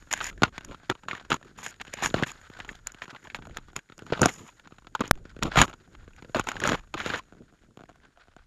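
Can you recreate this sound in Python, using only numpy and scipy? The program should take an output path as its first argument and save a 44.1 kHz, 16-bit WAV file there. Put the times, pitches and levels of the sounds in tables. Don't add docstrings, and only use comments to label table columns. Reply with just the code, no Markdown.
import sys
import numpy as np
from scipy import signal
from scipy.io import wavfile
from scipy.ndimage import uniform_filter1d

SR = 44100
rng = np.random.default_rng(int(sys.argv[2]) if len(sys.argv) > 2 else 0)


def materialize(psi):
    bounded = np.clip(np.atleast_2d(psi).T, -1, 1)
    quanta = np.round(bounded * 32767).astype(np.int16)
    wavfile.write(sys.argv[1], SR, quanta)


def amplitude_ratio(level_db):
    exponent = np.asarray(level_db, float) / 20
    return 10 ** exponent


N = 373086

# time_s, scrape_db (on the case), rumble_db (harness), grass_db (hiss), heave_db (body)
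BRUSH_LEVELS = [(0.0, -53, -55, -67, -58.5), (0.42, -57.5, -58, -73, -51.5), (1.65, -57.5, -59, -74.5, -69),
                (2.17, -45.5, -58, -59.5, -54), (2.31, -54, -63.5, -64.5, -56),
                (2.83, -57.5, -63, -73, -57), (3.18, -59.5, -69, -70, -73), (3.51, -54, -56, -73.5, -47.5),
                (3.91, -67.5, -71, -78, -70), (4.17, -46.5, -50, -64, -55.5), (4.33, -67, -58, -57, -69),
                (4.66, -59, -64.5, -76.5, -67.5), (5.42, -63.5, -54, -77.5, -48.5),
                (5.56, -45, -46.5, -69, -51.5), (5.77, -63, -57.5, -75, -60),
                (6.24, -61.5, -63, -72.5, -53.5), (6.57, -45.5, -65, -62, -56),
                (6.78, -59.5, -62.5, -72, -53), (7.73, -69.5, -67.5, -81, -69),
                (8.46, -67, -70, -91, -61.5)]


def walk(rate):
    hold = int(SR / rate)
    steps = np.repeat(rng.standard_normal(N // hold + 1), hold)
    slewed = uniform_filter1d(uniform_filter1d(steps, hold), hold)
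    return 1.6 * slewed[:N]


def unit(x):
    return x / np.sqrt(np.mean(x ** 2))


def grains(rate, spread_db, tail_s, bed):
    when, size = rng.random(N), rng.exponential(size=N)
    slips = (when < rate / SR) * amplitude_ratio(np.minimum(spread_db * size, 26))
    envelope = signal.lfilter([1], [1, -np.exp(-1 / (tail_s * SR))], slips)
    return (bed + unit(envelope)) * rng.standard_normal(N)


def svf_bank(x, modes):
    out = 0
    for k, (hz, width_hz, db) in enumerate(modes):
        resonance = signal.lfilter(*signal.iirpeak(hz, hz / width_hz, fs=SR), x)
        out = out + (-1) ** k * amplitude_ratio(db) * resonance
    return out


def faint_hiss():
    level_db = -73
    return amplitude_ratio(level_db) * signal.lfilter(*signal.butter(2, 7000, fs=SR), rng.standard_normal(N))


def body(x):
    # centre_hz, width_hz, level_db
    body_modes = [(34, 55, 0)]
    return svf_bank(svf_bank(x, body_modes), body_modes)


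def harness(x):
    # centre_hz, width_hz, level_db
    harness_modes = [(102, 63, 0), (320, 410, -1.5)]
    dull_band = signal.butter(2, [70, 560], "band", fs=SR, output="sos")
    return signal.sosfilt(dull_band, svf_bank(x, harness_modes))


def port(x, extra=[]):
    # centre_hz, width_hz, level_db
    port_modes = [(5100, 1200, -4.5), (6898, 257, 10), (9500, 600, -11), (11600, 960, -11)]
    treble = signal.butter(2, 3500, "high", fs=SR, output="sos")
    return signal.sosfilt(treble, svf_bank(x, port_modes + extra))


def case(x, extra=[]):
    # centre_hz, width_hz, level_db
    case_modes = [(600, 1600, -11.5), (1030, 440, -7), (1470, 220, 1), (2280, 2000, -8.5),
                  (4130, 3800, -12)]
    middle = signal.butter(2, [420, 4200], "band", fs=SR, output="sos")
    return signal.sosfilt(middle, svf_bank(x, case_modes + extra))


def stalks():
    thick = grains(rate=250, spread_db=3.6, tail_s=.003, bed=.6) * amplitude_ratio(2.2 * walk(50))
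    thin = grains(rate=400, spread_db=3.6, tail_s=.0015, bed=.6) * amplitude_ratio(2.2 * walk(70))
    thick = signal.lfilter(*signal.butter(1, 2200, fs=SR), thick)
    thin = signal.lfilter(*signal.butter(1, 1600, "high", fs=SR), thin)
    return unit(thick) + 1.8 * unit(thin)


def brushing():
    # start_s, length_s, scrape_db, rumble_db, hiss_db
    drags = [(0.107, 0.035, -34.5, -17.5, -11), (0.139, 0.067, -44, -16, -11),
             (0.211, 0.099, -39, -17.5, -6), (0.432, 0.067, -47, -3.5, -22), (0.677, 0.073, -52.5, 4, -17),
             (0.892, 0.038, -37.5, 6.5, -25), (1.08, 0.049, -44, -3, -13.5), (1.125, 0.066, -48, -8, -17),
             (1.299, 0.041, -30.5, -3, -16), (1.335, 0.038, -41.5, -3, -14), (1.573, 0.054, -47.5, -7, -8),
             (1.627, 0.055, -41.5, -13, -4), (1.683, 0.032, -53, -29, 1), (1.805, 0.02, -39.5, -5, -28),
             (1.926, 0.04, -45.5, -27, -18), (1.963, 0.1, -41, -12, -20), (2.026, 0.054, -30.5, -8.5, -6),
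             (2.071, 0.03, -47, -14, -4), (2.148, 0.087, -39, 1, -21), (2.259, 0.059, -42.5, -11.5, -7.5),
             (2.675, 0.053, -53.5, 4, -8), (3.016, 0.036, -43, -10, -16), (3.126, 0.038, -55, 3.5, -27),
             (3.24, 0.048, -52.5, -6, -14), (3.348, 0.025, -45, -18, -8), (3.754, 0.037, -47.5, 2, -11),
             (4.121, 0.013, -32.5, 12, -33), (4.147, 0.16, -45.5, 0, -25),
             (4.208, 0.071, -30.5, 4.5, -16.5), (4.281, 0.028, -36, -7, -8.5), (4.304, 0.066, -51, -9, -2),
             (4.361, 0.16, -54, -5, -8.5), (5.004, 0.022, -29, 4, -35), (5.014, 0.084, -48, -6.5, -20.5),
             (5.415, 0.082, -39.5, 9, -19), (5.504, 0.084, -55, 1.5, -20), (5.565, 0.07, -19, -3.5, -12),
             (5.63, 0.032, -37.5, -0.5, -4.5), (5.664, 0.062, -53.5, 1.5, -16),
             (6.348, 0.069, -32.5, -1.5, -18), (6.466, 0.05, -37, -6, -19), (6.519, 0.15, -51, 0, -33),
             (6.613, 0.041, -35.5, -0.5, -31), (6.645, 0.12, -29.5, -2, -17), (6.757, 0.047, -49, -11, -14),
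             (6.941, 0.029, -47.5, 9.5, -30), (6.963, 0.13, -38, -11, -18.5), (7.048, 0.13, -37.5, -6, -15),
             (7.166, 0.033, -40, -10.5, -14)]
    drag_hz, octaves_per_db = 1250, -.025
    heave_db = -12
    t = np.arange(N) / SR
    s, *columns = np.transpose(BRUSH_LEVELS)
    scrape, rumble, grass, heave = amplitude_ratio([np.interp(t, s, c) for c in columns])

    slips = stalks()
    scrape = scrape * unit(case(slips, [(1470, 110, -8)]) * amplitude_ratio(4.5 * walk(45)))
    rough = grains(rate=51, spread_db=3.0, tail_s=0.0052, bed=1.0)
    jolts = unit(amplitude_ratio(2.0 * walk(30)) * harness(rough))
    dull = unit(signal.lfilter(*signal.butter(1, 220, fs=SR), jolts))
    rumble = rumble * dull * amplitude_ratio(4.0 * walk(9))

    for start, length, db, rumble_db, hiss_db in drags:
        hz = drag_hz * 2 ** (octaves_per_db * rumble_db)
        a, b = int(start * SR), int((start + length) * SR)
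        fade_db = 0.26 / length * np.linspace(.5, -.5, b - a)
        taper = min(0.011 / length + 1.8 * length, 1)
        edges = signal.windows.tukey(b - a, taper) * amplitude_ratio(fade_db)
        scrape[a:b] += amplitude_ratio(db) * edges * unit(case(slips[a:b], [(hz, 0.45 * hz, 6)]))
        rumble[a:b] += amplitude_ratio(db + rumble_db) * edges * unit(jolts[a:b])
        heave[a:b] += amplitude_ratio(db + rumble_db + heave_db) * edges
        grass[a:b] += amplitude_ratio(db + hiss_db) * edges

    heave = heave * amplitude_ratio(2.5 * walk(18)) * unit(body(rng.standard_normal(N)))
    fine = grains(rate=980, spread_db=3.5, tail_s=0.0011, bed=1.2)
    grass = grass * amplitude_ratio(0.87 * walk(37)) * unit(port(0.5 * unit(slips) + unit(fine)))
    return scrape + rumble + grass + heave


def ticks():
    ticks_per_s = 10
    peak_db, spread_db, scatter_db = 10.5, 4, 5
    thump_db, crack_db = -7, -14
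    middle_hz, octaves = 1300, 1.2
    when, size, thump, crack, tone = rng.random((int(ticks_per_s * N / SR), 5)).T
    s = when * N / SR
    scrape_db = np.interp(s, *np.transpose(BRUSH_LEVELS)[:2])
    db = scrape_db + peak_db - spread_db * np.log(1 - size)
    thump = thump_db + scatter_db * (2 * thump - 1)
    crack = crack_db + scatter_db * (2 * crack - 1)
    hz = middle_hz * 2 ** (octaves * (2 * tone - 1))
    return list(zip(s, db, thump, crack, hz))


def knock(noise, db, thump_db, crack_db, hz, t60):
    t = np.arange(len(noise)) / SR
    burst = noise * (1 - np.exp(-t / 0.00065)) * 1000 ** (-t / np.clip(t60, .003, .1))
    burst = burst + 1.8 * np.sign(noise[0]) * np.exp(-((t - .0008) / .00006) ** 2)
    ring = case(burst, [(hz, 0.2 * hz, 6)])
    spill_db = -24.5 + 0.7 * (db + crack_db + 19.5)
    crack = port(burst * 1000 ** (-t / (2.1 * t60)), [(10700, 18000, spill_db)])
    push = np.sign(noise[0]) * np.exp(-((t - .0018) / 0.0004) ** 2) + 0.2 * burst
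    thump = harness(push) * 1000 ** (-t / (9.6 * t60))
    parts = ((ring, db), (thump, db + thump_db), (crack, db + crack_db))
    return sum(amplitude_ratio(peak_db) * part / np.max(np.abs(part)) for part, peak_db in parts)


def knocks():
    # start_s, peak_db (of the ring), thump_db, crack_db
    # (both relative to the ring), ring_hz
    twig_knocks = [(0.114, -23, -25, -7, 1700), (0.127, -23, -45, 11.5, 1040),
                   (0.136, -9.5, -46, -5.5, 1560), (0.175, -25.5, -25, -9, 1990),
                   (0.204, -20.5, -26, -27, 1530), (0.211, -18, -27, -20, 1330), (0.242, -28, -27, 9, 1500),
                   (0.266, -27.5, -29, 1, 1530), (0.327, -41, -10, -23, 1390),
                   (0.42, -12.5, -0.5, -22, 667), (0.433, 0, -10.5, -19, 1410),
                   (0.449, -22, -22, -31, 1420), (0.579, -19.5, -12.5, -16, 1560),
                   (0.608, -34.5, -11, -15, 1440), (0.647, -32.5, -15, -1, 1480),
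                   (0.711, -34.5, -1, -19, 494), (0.745, -30.5, -10, -24, 1450),
                   (0.898, -9, -29, -18, 1490), (0.912, -21.5, -24, -22, 1420),
                   (1.034, -38.5, -10, -18, 1380), (1.084, -17.5, -24, -19.5, 1480),
                   (1.111, -17, -20, -29, 2160), (1.13, -24.5, -5.5, -27, 1120),
                   (1.15, -27.5, -25, -19, 1870), (1.178, -32, -20, -31, 1480),
                   (1.197, -31.5, -23, -31, 1460), (1.249, -38.5, -7, -15, 1410),
                   (1.303, -18.5, -12, -5.5, 540), (1.317, -7.5, -21, -23, 1380),
                   (1.327, -11, -17, -20, 1470), (1.341, -17.5, -9, -7.5, 1110),
                   (1.427, -38, -12, -17, 1540), (1.587, -37, -23, -13, 1010),
                   (1.663, -17.5, -28, -9.5, 1520), (1.681, -34.5, -25, 1, 1510),
                   (1.799, -30, -18, -27, 1730), (1.813, -23, -27, -10.5, 1980),
                   (1.85, -34, -20, -15, 1520), (1.937, -24, -36, -1, 2210), (2.023, -20, -9, -6, 795),
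                   (2.037, -21, -17, -17, 1660), (2.059, -10.5, -20, -5, 1520),
                   (2.101, -31, -19, -12, 3570), (2.108, -34, 1, -13, 1430), (2.141, -11.5, -1.5, -24, 604),
                   (2.183, -23, -18, -30, 1820), (2.197, -27, 1, -20, 665), (2.224, -14.5, 1, -23, 734),
                   (2.234, -11, -14, -21, 1560), (2.271, -32, -27, -3, 1520), (2.316, -36.5, -20, 4, 1130),
                   (2.499, -36.5, 0.5, -18, 1400), (2.591, -34, -19, -14, 738),
                   (2.601, -24, -15, -19.5, 1690), (2.647, -30, -15, -19, 1350),
                   (2.69, -23.5, -24, -27, 1940), (2.753, -39.5, -21, -5, 3570),
                   (2.87, -24.5, -36, 5.5, 1550), (2.919, -43, -12, 6, 1540), (2.945, -33, -8, -19, 1450),
                   (3.019, -25.5, -36, -24, 1740), (3.055, -34, -15, -22, 1600),
                   (3.079, -35, -4, -20, 1200), (3.148, -33, -26, -24, 1160),
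                   (3.161, -32.5, -36, -27, 1560), (3.241, -42, -11, -2, 1590),
                   (3.271, -32.5, -23, -24, 1610), (3.3, -30.5, -22, -25, 2260),
                   (3.346, -17.5, -31, -22, 1500), (3.387, -36, 0, -26, 820), (3.422, -34, -11, -29, 1500),
                   (3.453, -38, -9, -27, 1440), (3.57, -18.5, -25, -8.5, 1490),
                   (3.583, -35.5, -1, -30, 1310), (3.763, -17.5, -17, -3.5, 1470),
                   (3.79, -30.5, -22, -15, 1600), (3.898, -38, -2.5, -21, 1440),
                   (3.921, -36.5, -7, -24, 1450), (3.979, -42.5, -6, 8.5, 565),
                   (3.991, -33, -12, -10, 1470), (4.02, -36.5, 2.5, -19, 487),
                   (4.065, -36.5, -11, -24, 1460), (4.101, -31.5, 1, -31, 1420),
                   (4.122, -20.5, -9.5, -38, 493), (4.133, -17.5, -10, -32, 1440),
                   (4.173, -28, -21, -25, 953), (4.193, -23.5, -4, -21.5, 636), (4.216, -8.5, -2, 0.5, 850),
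                   (4.23, -7, -5.5, -22, 514), (4.257, -3.5, -6, -3, 690), (4.291, -22, -26, -13, 2090),
                   (4.596, -37, -25, -15.5, 1520), (4.673, -37, -11, -14, 1430),
                   (4.721, -43.5, 5.5, -26, 1270), (4.783, -41, -6, -27, 1510),
                   (4.869, -32.5, -9, -19, 1410), (4.95, -14, -26, -18.5, 960), (4.993, -31, -2, -32, 1480),
                   (5.006, -18.5, -2, -9, 482), (5.037, -31, 0, -21.5, 482), (5.055, -31.5, -6, -11, 2600),
                   (5.077, -40, 2, 8, 1470), (5.154, -43, -12, -10.5, 1530), (5.252, -39.5, 2, -35, 495),
                   (5.364, -38.5, 4, -16.5, 503), (5.389, -42, 8, -11, 482),
                   (5.425, -14.5, -8.5, -17, 1390), (5.432, -16, -19, 0, 3740),
                   (5.467, -27.5, -6, -22, 1380), (5.557, -11.5, -17, -19.5, 654),
                   (5.573, -4, -6.5, -21.5, 750), (5.589, -6.5, -15, -14.5, 1540),
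                   (5.615, 5, -15.5, -8.5, 1505), (5.634, -13.5, -12.5, -23.5, 1410),
                   (5.641, -23.5, -1, -11.5, 1080), (5.679, -29, -8, -21, 1500), (5.696, -34, -8, -9, 1340),
                   (5.729, -33.5, -25, -33, 1420), (5.95, -37, -16, -17.5, 1480), (6.077, -41, 1, -26, 516),
                   (6.163, -44, -21, -6, 2070), (6.223, -37, 1.5, -15, 1440), (6.246, -38.5, -1, -21, 528),
                   (6.294, -44.5, 8.5, -29, 482), (6.346, -12.5, -30, -27, 647),
                   (6.366, -18, -11, -21, 525), (6.395, -12.5, -6.5, -10, 810), (6.41, -31, -12, -17, 3100),
                   (6.44, -40, -9, -1, 490), (6.47, -21, -19, -14, 1030), (6.487, -12, -27, -13, 1540),
                   (6.516, -19, -24, -13, 1400), (6.555, -29, -19, -28, 1060),
                   (6.566, -23.5, -21, -20, 1550), (6.601, -23, -17, -5, 1640),
                   (6.616, -23, -20, -24, 1060), (6.625, -29, -18, -20, 1430), (6.637, -13, -24, -11, 1680),
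                   (6.652, -13, -26, -32, 616), (6.674, -13, -11, -4, 1350), (6.69, -12, -6, -12, 1540),
                   (6.718, -14, -6, -17, 625), (6.731, -20.5, -12, -24, 1900),
                   (6.745, -21.5, -29, -25, 1470), (6.837, -49, -11, -16, 1120),
                   (6.873, -48, -11, -20, 554), (6.94, -19, -14, -18, 1180), (7.001, -20, -17, -34, 1420),
                   (7.06, -16.5, -8.5, -18, 477), (7.1, -17.5, -8.5, -32, 1560),
                   (7.136, -18.5, -13, -28, 482), (7.141, -18.5, -18, -35, 1710),
                   (7.157, -27, -16, -26, 541), (7.194, -31, -18, -28, 1040)]
    # start_s, peak_db (ring), thump_db, crack_db (relative to it)
    taps = [(7.284, -54, -3, -11), (7.323, -40.5, 1, -22), (7.333, -46, 0, -21), (7.349, -49, -2, -16),
            (7.368, -51.5, 7, -14), (7.421, -51.5, -15, -18), (7.524, -51, 0, -12.5), (7.536, -51, 1, -15),
            (7.544, -54.5, -1, -13), (7.635, -50, -0.5, -17), (7.772, -37, 0.5, -12), (7.791, -41, -7, -25),
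            (7.797, -44, -7, -20), (7.807, -39, 1, -17), (7.817, -42, -5, -19), (7.836, -39, -1, -20),
            (7.891, -40, -10, -14), (7.896, -39, -6, -18), (7.907, -49, -10, -18), (7.915, -50, 0, -15.5),
            (7.957, -48, -15, -10), (7.983, -62, -3.5, -18), (8.013, -60, -7, -24), (8.173, -43, -23, -20),
            (8.18, -53, -10, -26), (8.19, -60, -14, -26), (8.198, -57, -15, -8), (8.237, -57, -17, -12),
            (8.254, -57, -11, -15), (8.272, -51, -15, -16), (8.282, -46.5, -3, -21),
            (8.336, -52.5, -16, -20)]
    knock_t60_s, octaves_per_db = 0.014, -0.05
    tap_hz, tap_t60_s = 690, 0.013
    blows = []
    for blow in ticks() + list(twig_knocks):
        crack_db = blow[3]
        blows.append((*blow, knock_t60_s * 2 ** (octaves_per_db * crack_db)))
    blows += [(*tap, tap_hz, tap_t60_s) for tap in taps]

    size = 3000
    out = np.zeros(N + size)
    for s, *settings in blows:
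        start = int(s * SR)
        out[start:start + size] += knock(rng.standard_normal(size), *settings)
    return out[:N]


def scene():
    return (faint_hiss() + brushing() + knocks())[None]


def overload(dry):
    start_s = 5.1105
    # rail_db (reference), half_swings_per_s (before the speeding up), rattle_s,
    # sag_s (time constant), deaf_s, swell_db (scale of the recovery), swell_s (its time scale)
    blow_to_rails = (-6, 1750, .0021, .0011, .017, -29, .006)
    rail_db, rate, rattle, sag, deaf, swell_db, swell = blow_to_rails
    t = np.arange(N) / SR - start_s
    half_swings = rate * np.clip(t, 0, None) * (.4 + t / rattle)
    rattling = (t > 0) & (t < rattle)
    rails = np.where(np.sin(np.pi * half_swings) >= 0, 1 - t / (2 * rattle), -1.35) * rattling
    rails = rails * (1 + .07 * rng.standard_normal(N))
    tail = -np.exp(-np.clip(t - rattle, 0, None) / sag) * (t >= rattle)
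    awake = np.clip(t - rattle - deaf, 0, None) / swell
    listening = np.where(t < 0, 1, np.clip(awake, 0, 1))
    swelling = (1 - np.exp(-3 * awake)) * np.exp(-awake / 4)
    return listening * dry + amplitude_ratio(rail_db) * (rails + tail) + amplitude_ratio(swell_db) * swelling


def band_limit(x):
    return signal.sosfilt(signal.butter(12, 14110, fs=SR, output="sos"), x)


def record(dry):
    top_hz = 13000
    rounded = overload(np.tanh(1.14 * dry) / 1.168)
    cut = signal.sosfilt(signal.ellip(8, .2, 60, top_hz, fs=SR, output="sos"), rounded)
    return band_limit(cut)


dry = scene()
out = record(dry)
materialize(out)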